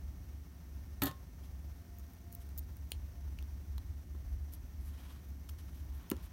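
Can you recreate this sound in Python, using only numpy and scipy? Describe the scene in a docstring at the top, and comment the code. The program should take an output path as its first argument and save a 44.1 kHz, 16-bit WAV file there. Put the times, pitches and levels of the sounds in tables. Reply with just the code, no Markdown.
"""A small switch on the circuit board of an opened appliance, worked by fingers close by.
A hard double snap excites the modes of the sheet-metal chassis by impact. The switch then ticks as its
contacts strike, its plastic creaks by stick-slip friction, and skin brushes the board with a grainy hiss.
Near the end a click is followed by a dull knock of the hand-damped board.
The room is small and quiet, with a low, wavering hum."""
import sys
import numpy as np
from scipy import signal
from scipy.fft import rfft, irfft, next_fast_len
from scipy.io import wavfile

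SR = 44100
rng = np.random.default_rng(int(sys.argv[2]) if len(sys.argv) > 2 else 0)


def materialize(psi):
    """Save the field psi as 16-bit PCM at rate SR to the path in sys.argv[1].

    A 1-D psi becomes a single channel; in a 2-D psi each row is a channel.
    """
    bounded = np.clip(np.atleast_2d(psi).T, -1, 1)
    quanta = np.round(bounded * 32767).astype(np.int16)
    wavfile.write(sys.argv[1], SR, quanta)


N = 278712
TIME = np.arange(N) / SR

# Envelope of the low hum: t/s, gain/dB
HUM_ENVELOPE = [(0.0, -43), (0.54, -50.5), (1.02, -46), (1.14, -51), (1.5, -46), (2.04, -49.5),
                (3.42, -41.5), (3.66, -46.5), (3.9, -39.5), (4.02, -48), (4.32, -38), (4.56, -48.5),
                (4.68, -43.0), (5.1, -50), (5.7, -43), (6.32, -47.5)]
# Spectra of the room's rumble and hiss: f/Hz, relative level/dB
RUMBLE_SPECTRUM = [(20, -49), (36, -15.5), (48, -1.5), (58, -1.5), (70, 3), (88, -4), (103, -10.5),
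                   (135, -20.5), (160, -14.5), (225, -23), (280, -21.5), (380, -30.5), (520, -52)]
HISS_SPECTRUM = [(150, -5.5), (400, -1.5), (700, -1.5), (1100, -6), (1900, -8.5), (2500, -12.5),
                 (3500, -15.5), (4900, -15), (5900, -8), (7500, -24), (9500, -18.5), (10400, -27),
                 (11800, -13.5), (15500, -13.5)]
# Thin steady tones: f/Hz, level/dB
STEADY_TONES = [(247.6, -73.5), (1820, -83.5), (2169, -86.5), (6029, -99)]
# Gaussian swells of a faint whine: centre t/s, width/s, level/dB
WHINE_SWELLS = [(1.93, .15, -76.5), (2.36, .08, -69.5), (3.18, 0.03, -70.5)]
# Impacts on the chassis: t/s, crack level/dB, tilt/(dB/octave), decay time/s, ring gain/dB
SNAP_IMPACTS = [(1.0198, -25, -2.5, 0.006, -37.5), (1.035, -25.5, 8, 0.0039, -51.5),
                (1.0562, -31.5, 3, 0.0069, -48.5), (1.0684, -32, -3, 0.012, -48.5)]
# Spectrum of a snap's crack: f/Hz, relative level/dB
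CRACK_SPECTRUM = [(30, -28), (100, 11.5), (400, -1.5), (1500, -2.5), (2300, -7), (3200, 3), (4400, 0.5),
                  (5000, -9.5), (6600, -3.5), (10500, -6.5), (12100, 5.5), (13000, -3), (14300, 8),
                  (15000, -4), (16000, -13)]
# Modes of the chassis: f/Hz, relative level/dB, T60/s
CHASSIS_MODES = [(116.5, -2.5, 0.37), (158.7, -0.5, 0.24), (210, -15, 0.15), (280.4, 10.5, 0.27),
                 (310, -1, 0.11), (390, 5.5, 0.096), (563, -12, 0.33), (590, -11, 0.21), (763, -3.5, 0.17),
                 (777, -3, 0.18), (902, -22, 0.18), (1072, -5.5, 0.26), (1236, -6, 0.2), (1268, -4, 0.14),
                 (1342, -7, 0.22), (1490, -3, 0.13), (1690, -2.5, 0.14), (1794, -1, 0.15),
                 (1930, -0.5, 0.13), (3676, -6.5, 0.2), (4400, -10.5, 0.13), (11130, -8, 0.12),
                 (12100, -9, 0.065), (12800, -8, 0.12), (14100, -7, .08)]
# Clicks of the switch: t/s, level/dB, tilt/(dB/octave), decay time/s, ring f/Hz, ring level/dB
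SWITCH_TICKS = [(1.113, -47, -7, 0.0012, 3700, -57), (2.491, -55, -3, 0.0008, 4240, -51),
                (2.9191, -34.5, -3, .0005, 3100, -33), (2.9192, -39, 7, 0.00062, 4240, -29),
                (3.388, -53.5, -4, 0.0024, 2750, -37), (3.4260, -52, -1.5, 0.00046, 3570, -49),
                (3.7807, -47, -4, 0.0018, 4000, -41.5), (6.1012, -27.5, 9, .00064, 2900, -40),
                (6.1149, -35, -2, 0.0012, 2900, -31.5), (6.1667, -54, -3, .0008, 3500, -50)]
# Spectrum of a tick or slip: f/Hz, relative level/dB
TICK_SPECTRUM = [(200, -10), (1000, -8.5), (1800, -13.5), (3100, -6), (4400, -4), (5000, -5), (5900, -5.5),
                 (6900, 0), (8100, -14), (9200, 1), (10600, -14), (11900, 1), (13800, -4), (16000, 0.5)]
# Strokes of skin on the board: centre t/s, duration/s, level/dB, tilt/(dB/octave)
SKIN_STROKES = [(1.45, 0.059, -66, 0.5), (2.421, 0.049, -64.5, 3), (4.539, 0.049, -58.5, 7.5),
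                (4.858, 0.17, -70, 6), (5.043, 0.51, -67, -2), (5.493, 0.012, -56.5, 1.5),
                (5.598, 0.043, -62, -0.5), (5.689, 0.03, -63.5, -2.5), (5.776, 0.13, -71, 1),
                (5.957, .06, -67, 11), (6.121, .62, -68, -4.5), (6.247, 0.061, -62, 1.5)]
# Spectrum of rubbing skin: f/Hz, relative level/dB
SKIN_SPECTRUM = [(200, -20.5), (1000, 6), (2000, 1.5), (3300, 4.5), (5000, -1), (8000, -4), (13000, 1.5),
                 (16000, -18)]
# Spans in which the fingertips grip the switch: start t/s, end t/s
GRIP_SPANS = [(1.9, 2.95), (4.75, 6.7)]
# Single slips of plastic under a fingertip: t/s, level/dB
SINGLE_SLIPS = [(1.986, -45), (1.9964, -54), (2.1346, -50.5), (2.3267, -43), (2.3511, -33), (2.7685, -48),
                (2.9174, -44), (4.537, -41), (5.4984, -44.5)]
# Creaks, as runs of slips: start t/s, duration/s, approximate slip period/s, level/dB
SLIP_RUNS = [(2.32, .022, .0055, -53), (2.5776, .0145, .0029, -37.5), (2.907, 0.0045, .0033, -49.5)]
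# Knocks of the board: t/s, gain/dB
BOARD_KNOCKS = [(4.149, -53.5), (6.116, -32)]
# The board's first heavy swing: delay/s, f/Hz, Gaussian width/s, relative level/dB
BOARD_SWING = (0.004, 299, 0.002, 7.1)
# Modes of the board: f/Hz, relative level/dB, T60/s
BOARD_MODES = [(213, -13, 0.13), (308, 0.5, 0.07), (321, 7.5, 0.053), (374, -7, 0.051), (525, -11.5, 0.073),
               (1046, -18, .018), (1053, -3.5, 0.021), (1370, -9, 0.02), (1720, -12.5, 0.028)]
# Reverberation time of the room: f/Hz, T60/s
REVERB_TIMES = [(200, 0.16), (1500, 0.12), (4000, 0.12), (9000, 0.11), (16000, 0.019)]


def amp(db):
    return 10 ** (np.asarray(db) / 20)


def unit_rms(x):
    return x / np.sqrt(np.mean(x ** 2) + 1e-20)


def at_hz(points, hz):
    """Interpolation on a logarithmic frequency axis."""
    f, value = np.transpose(points)
    return np.interp(np.log(hz + 1), np.log(f + 1), value)


def add(mix, start, sound):
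    """Superposition: a sound joins the mix at its start time, in seconds."""
    part = mix[max(round(start * SR), 0):][:len(sound)]
    part += sound[:len(part)]


def colour(x, spectrum, tilt=0):
    """Minimum-phase filtering to a spectrum, tilted in dB per octave above 1 kHz."""
    size = 2 * next_fast_len(len(x))
    hz = np.fft.rfftfreq(size, 1 / SR)
    gain_db = at_hz(spectrum, hz) + tilt * np.log2(np.maximum(hz, 1000))
    cepstrum = irfft(np.log(amp(gain_db)))
    cepstrum[1:size // 2] *= 2  # folding the cepstrum makes the filter causal
    cepstrum[size // 2 + 1:] = 0
    return irfft(rfft(x, size) * np.exp(rfft(cepstrum)))[:len(x)]


def drift(rate_hz):
    """Low-pass noise: a slow random wander of rms 1."""
    hz = np.fft.rfftfreq(N, 1 / SR)
    return unit_rms(irfft(rfft(rng.standard_normal(N)) * np.exp(-(hz / rate_hz) ** 2), N))


def click(spectrum, tilt, decay_s, size=2048):
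    """Contact transient: an edge and exponentially decaying noise, with the energy of 2 ms at rms 1."""
    t = np.arange(size) / SR
    burst = rng.choice([-1., 1.], size) * np.exp(-t / decay_s)
    burst[0] = 3  # the first contact stands out
    burst = colour(burst, spectrum, tilt)
    return burst / np.linalg.norm(burst) * np.sqrt(.002 * SR)


def ring(modes, rise_s, scatter_turns):
    """Free vibration: damped modes of alternating sign, each with a random phase offset."""
    t = np.arange(SR // 2) / SR
    vibration = np.zeros(len(t))
    for k, (hz, db, t60) in enumerate(modes):
        phase = 2 * np.pi * (hz * t + scatter_turns * rng.random())
        vibration += (-1) ** k * amp(db - 60 * t / t60) * np.sin(phase)
    return vibration * (1 - np.exp(-t / rise_s))


def tone(hz, waver_rad):
    """Phase modulation: a slightly wavering sinusoid of rms 1."""
    return np.sqrt(2) * np.sin(2 * np.pi * hz * TIME + waver_rad * drift(rate_hz=4.8))


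def background():
    """Superposed tones and filtered noise: hum, rumble, thin tones, a swelling whine and soft hiss."""
    rumble = unit_rms(colour(rng.standard_normal(N), RUMBLE_SPECTRUM))
    bass = signal.sosfiltfilt(signal.butter(4, 125, fs=SR, output="sos"), rumble)
    upper_rumble = amp(-47) * (rumble - bass)
    envelope = amp(np.interp(TIME, *np.transpose(HUM_ENVELOPE)))
    hum = envelope * (amp(-2.5) * unit_rms(bass) + amp(-3) * tone(hz=70, waver_rad=0.3))
    tones = sum(amp(db) * tone(hz, waver_rad=.4) for hz, db in STEADY_TONES)
    swells = sum(amp(db) * np.exp(-.5 * ((TIME - centre) / width) ** 2)
                 for centre, width, db in WHINE_SWELLS)
    whine = (amp(-86) + swells) * tone(hz=691, waver_rad=0.97)
    hiss = amp(-66) * unit_rms(colour(rng.standard_normal(N), HISS_SPECTRUM))
    flicker = amp(1.23 * drift(rate_hz=38))
    return hum + upper_rumble + tones + whine + hiss * flicker


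def chassis_snaps(buzz_over_ring_db=6):
    """Impact excitation: each blow cracks, sets loose parts buzzing and rings the chassis modes."""
    out = np.zeros(N)
    for start, crack_db, tilt, decay_s, ring_db in SNAP_IMPACTS:
        add(out, start, amp(crack_db) * click(CRACK_SPECTRUM, tilt, decay_s))
        buzz = click(CRACK_SPECTRUM, tilt=-5.5, decay_s=0.032, size=8192)
        add(out, start, amp(ring_db + buzz_over_ring_db) * buzz)
        add(out, start, amp(ring_db) * ring(CHASSIS_MODES, rise_s=0.0092, scatter_turns=0.11))
    return out


def switch_ticks(t60_s=0.0067):
    """Damped resonance: each sharp contact in the switch rings a small part for an instant."""
    out = np.zeros(N)
    for start, db, tilt, decay_s, ring_hz, ring_db in SWITCH_TICKS:
        add(out, start, amp(db) * click(TICK_SPECTRUM, tilt, decay_s))
        add(out, start, ring([(ring_hz, ring_db, t60_s)], rise_s=0.00022, scatter_turns=0))
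    return out


def skin_brushes(grain_db=3, flutter_db=2.5):
    """Sliding friction: skin on the board makes a grainy hiss that wavers with the finger's pressure."""
    out = np.zeros(N)
    for centre, duration, db, tilt in SKIN_STROKES:
        size = round(duration * SR)
        grains = rng.standard_normal(SR) * amp(grain_db * rng.exponential(1, SR).clip(0, 4))
        hiss = unit_rms(colour(grains[:size], SKIN_SPECTRUM, tilt))
        add(out, centre - duration / 2, amp(db) * hiss * signal.windows.tukey(size, .7))
    return out * amp(flutter_db * drift(rate_hz=30))


def grip_crackle(slips_per_s=45, spread_db=1.5):
    """Micro-slip: gripping skin gives way in tiny steps, timed as a Poisson process."""
    held = sum((TIME > start) & (TIME < end) for start, end in GRIP_SPANS)
    onsets = held * (rng.random(N) < slips_per_s / SR)
    strengths = amp(spread_db * rng.exponential(1, N).clip(0, 4))
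    slip = click(TICK_SPECTRUM, tilt=5, decay_s=0.00028)
    return amp(-64.5) * signal.oaconvolve(onsets * strengths, slip)[:N]


def plastic_creaks(jitter_periods=.05, spread_db=1.0):
    """Stick-slip friction: plastic under a fingertip lets go once, or in a nearly periodic run."""
    out, slips = np.zeros(N), list(SINGLE_SLIPS)
    for start, duration, period, db in SLIP_RUNS:
        for onset in np.linspace(start, start + duration, round(duration / period) + 1):
            late, loud = rng.standard_normal(2)
            slips.append((onset + jitter_periods * period * late, db + spread_db * loud))
    for onset, db in slips:
        add(out, onset, amp(db) * click(TICK_SPECTRUM, tilt=7.5, decay_s=0.00098))
    return out


def board_knocks():
    """Damped vibration: the hand-damped board swings once, heavily, and rings briefly in its low modes."""
    out = np.zeros(N)
    delay, hz, width, swing_db = BOARD_SWING
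    t = np.arange(SR // 2) / SR - delay
    swing = amp(swing_db) * np.sin(2 * np.pi * hz * t) * np.exp(-.5 * (t / width) ** 2)
    for start, db in BOARD_KNOCKS:
        add(out, start, amp(db) * (swing + ring(BOARD_MODES, rise_s=0.00044, scatter_turns=0.077)))
    return out


def room(x, rise_s=0.00033):
    """Reverberation: convolution with a small room's diffuse tail, whose treble dies first."""
    hz, t, noise = signal.stft(rng.standard_normal(SR // 2), SR, nperseg=256)
    decay = amp(-60 * t / at_hz(REVERB_TIMES, hz)[:, None])
    _, tail = signal.istft(noise * decay, SR, nperseg=256)
    tail *= 1 - np.exp(-np.arange(len(tail)) / SR / rise_s)
    return signal.fftconvolve(x, tail / np.linalg.norm(tail))[:N]


def scene():
    """Direct and reverberant fields: the close sources outweigh their reflections, over the hum."""
    ambience, snaps, knocks = background(), chassis_snaps(), board_knocks()
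    handling = skin_brushes() + switch_ticks() + plastic_creaks() + grip_crackle()
    reverb = room(amp(-13) * snaps + amp(-15) * handling + amp(-10) * knocks)
    return (snaps + handling + knocks + reverb + ambience)[None]


def record(dry, cutoff_hz=16000):
    """Band limiting: a linear-phase low-pass filter removes the highest treble."""
    lowpass = signal.firwin(301, cutoff_hz, window=("kaiser", 8), fs=SR)
    return signal.oaconvolve(dry, lowpass[None], "same")


dry = scene()
out = record(dry)
materialize(out)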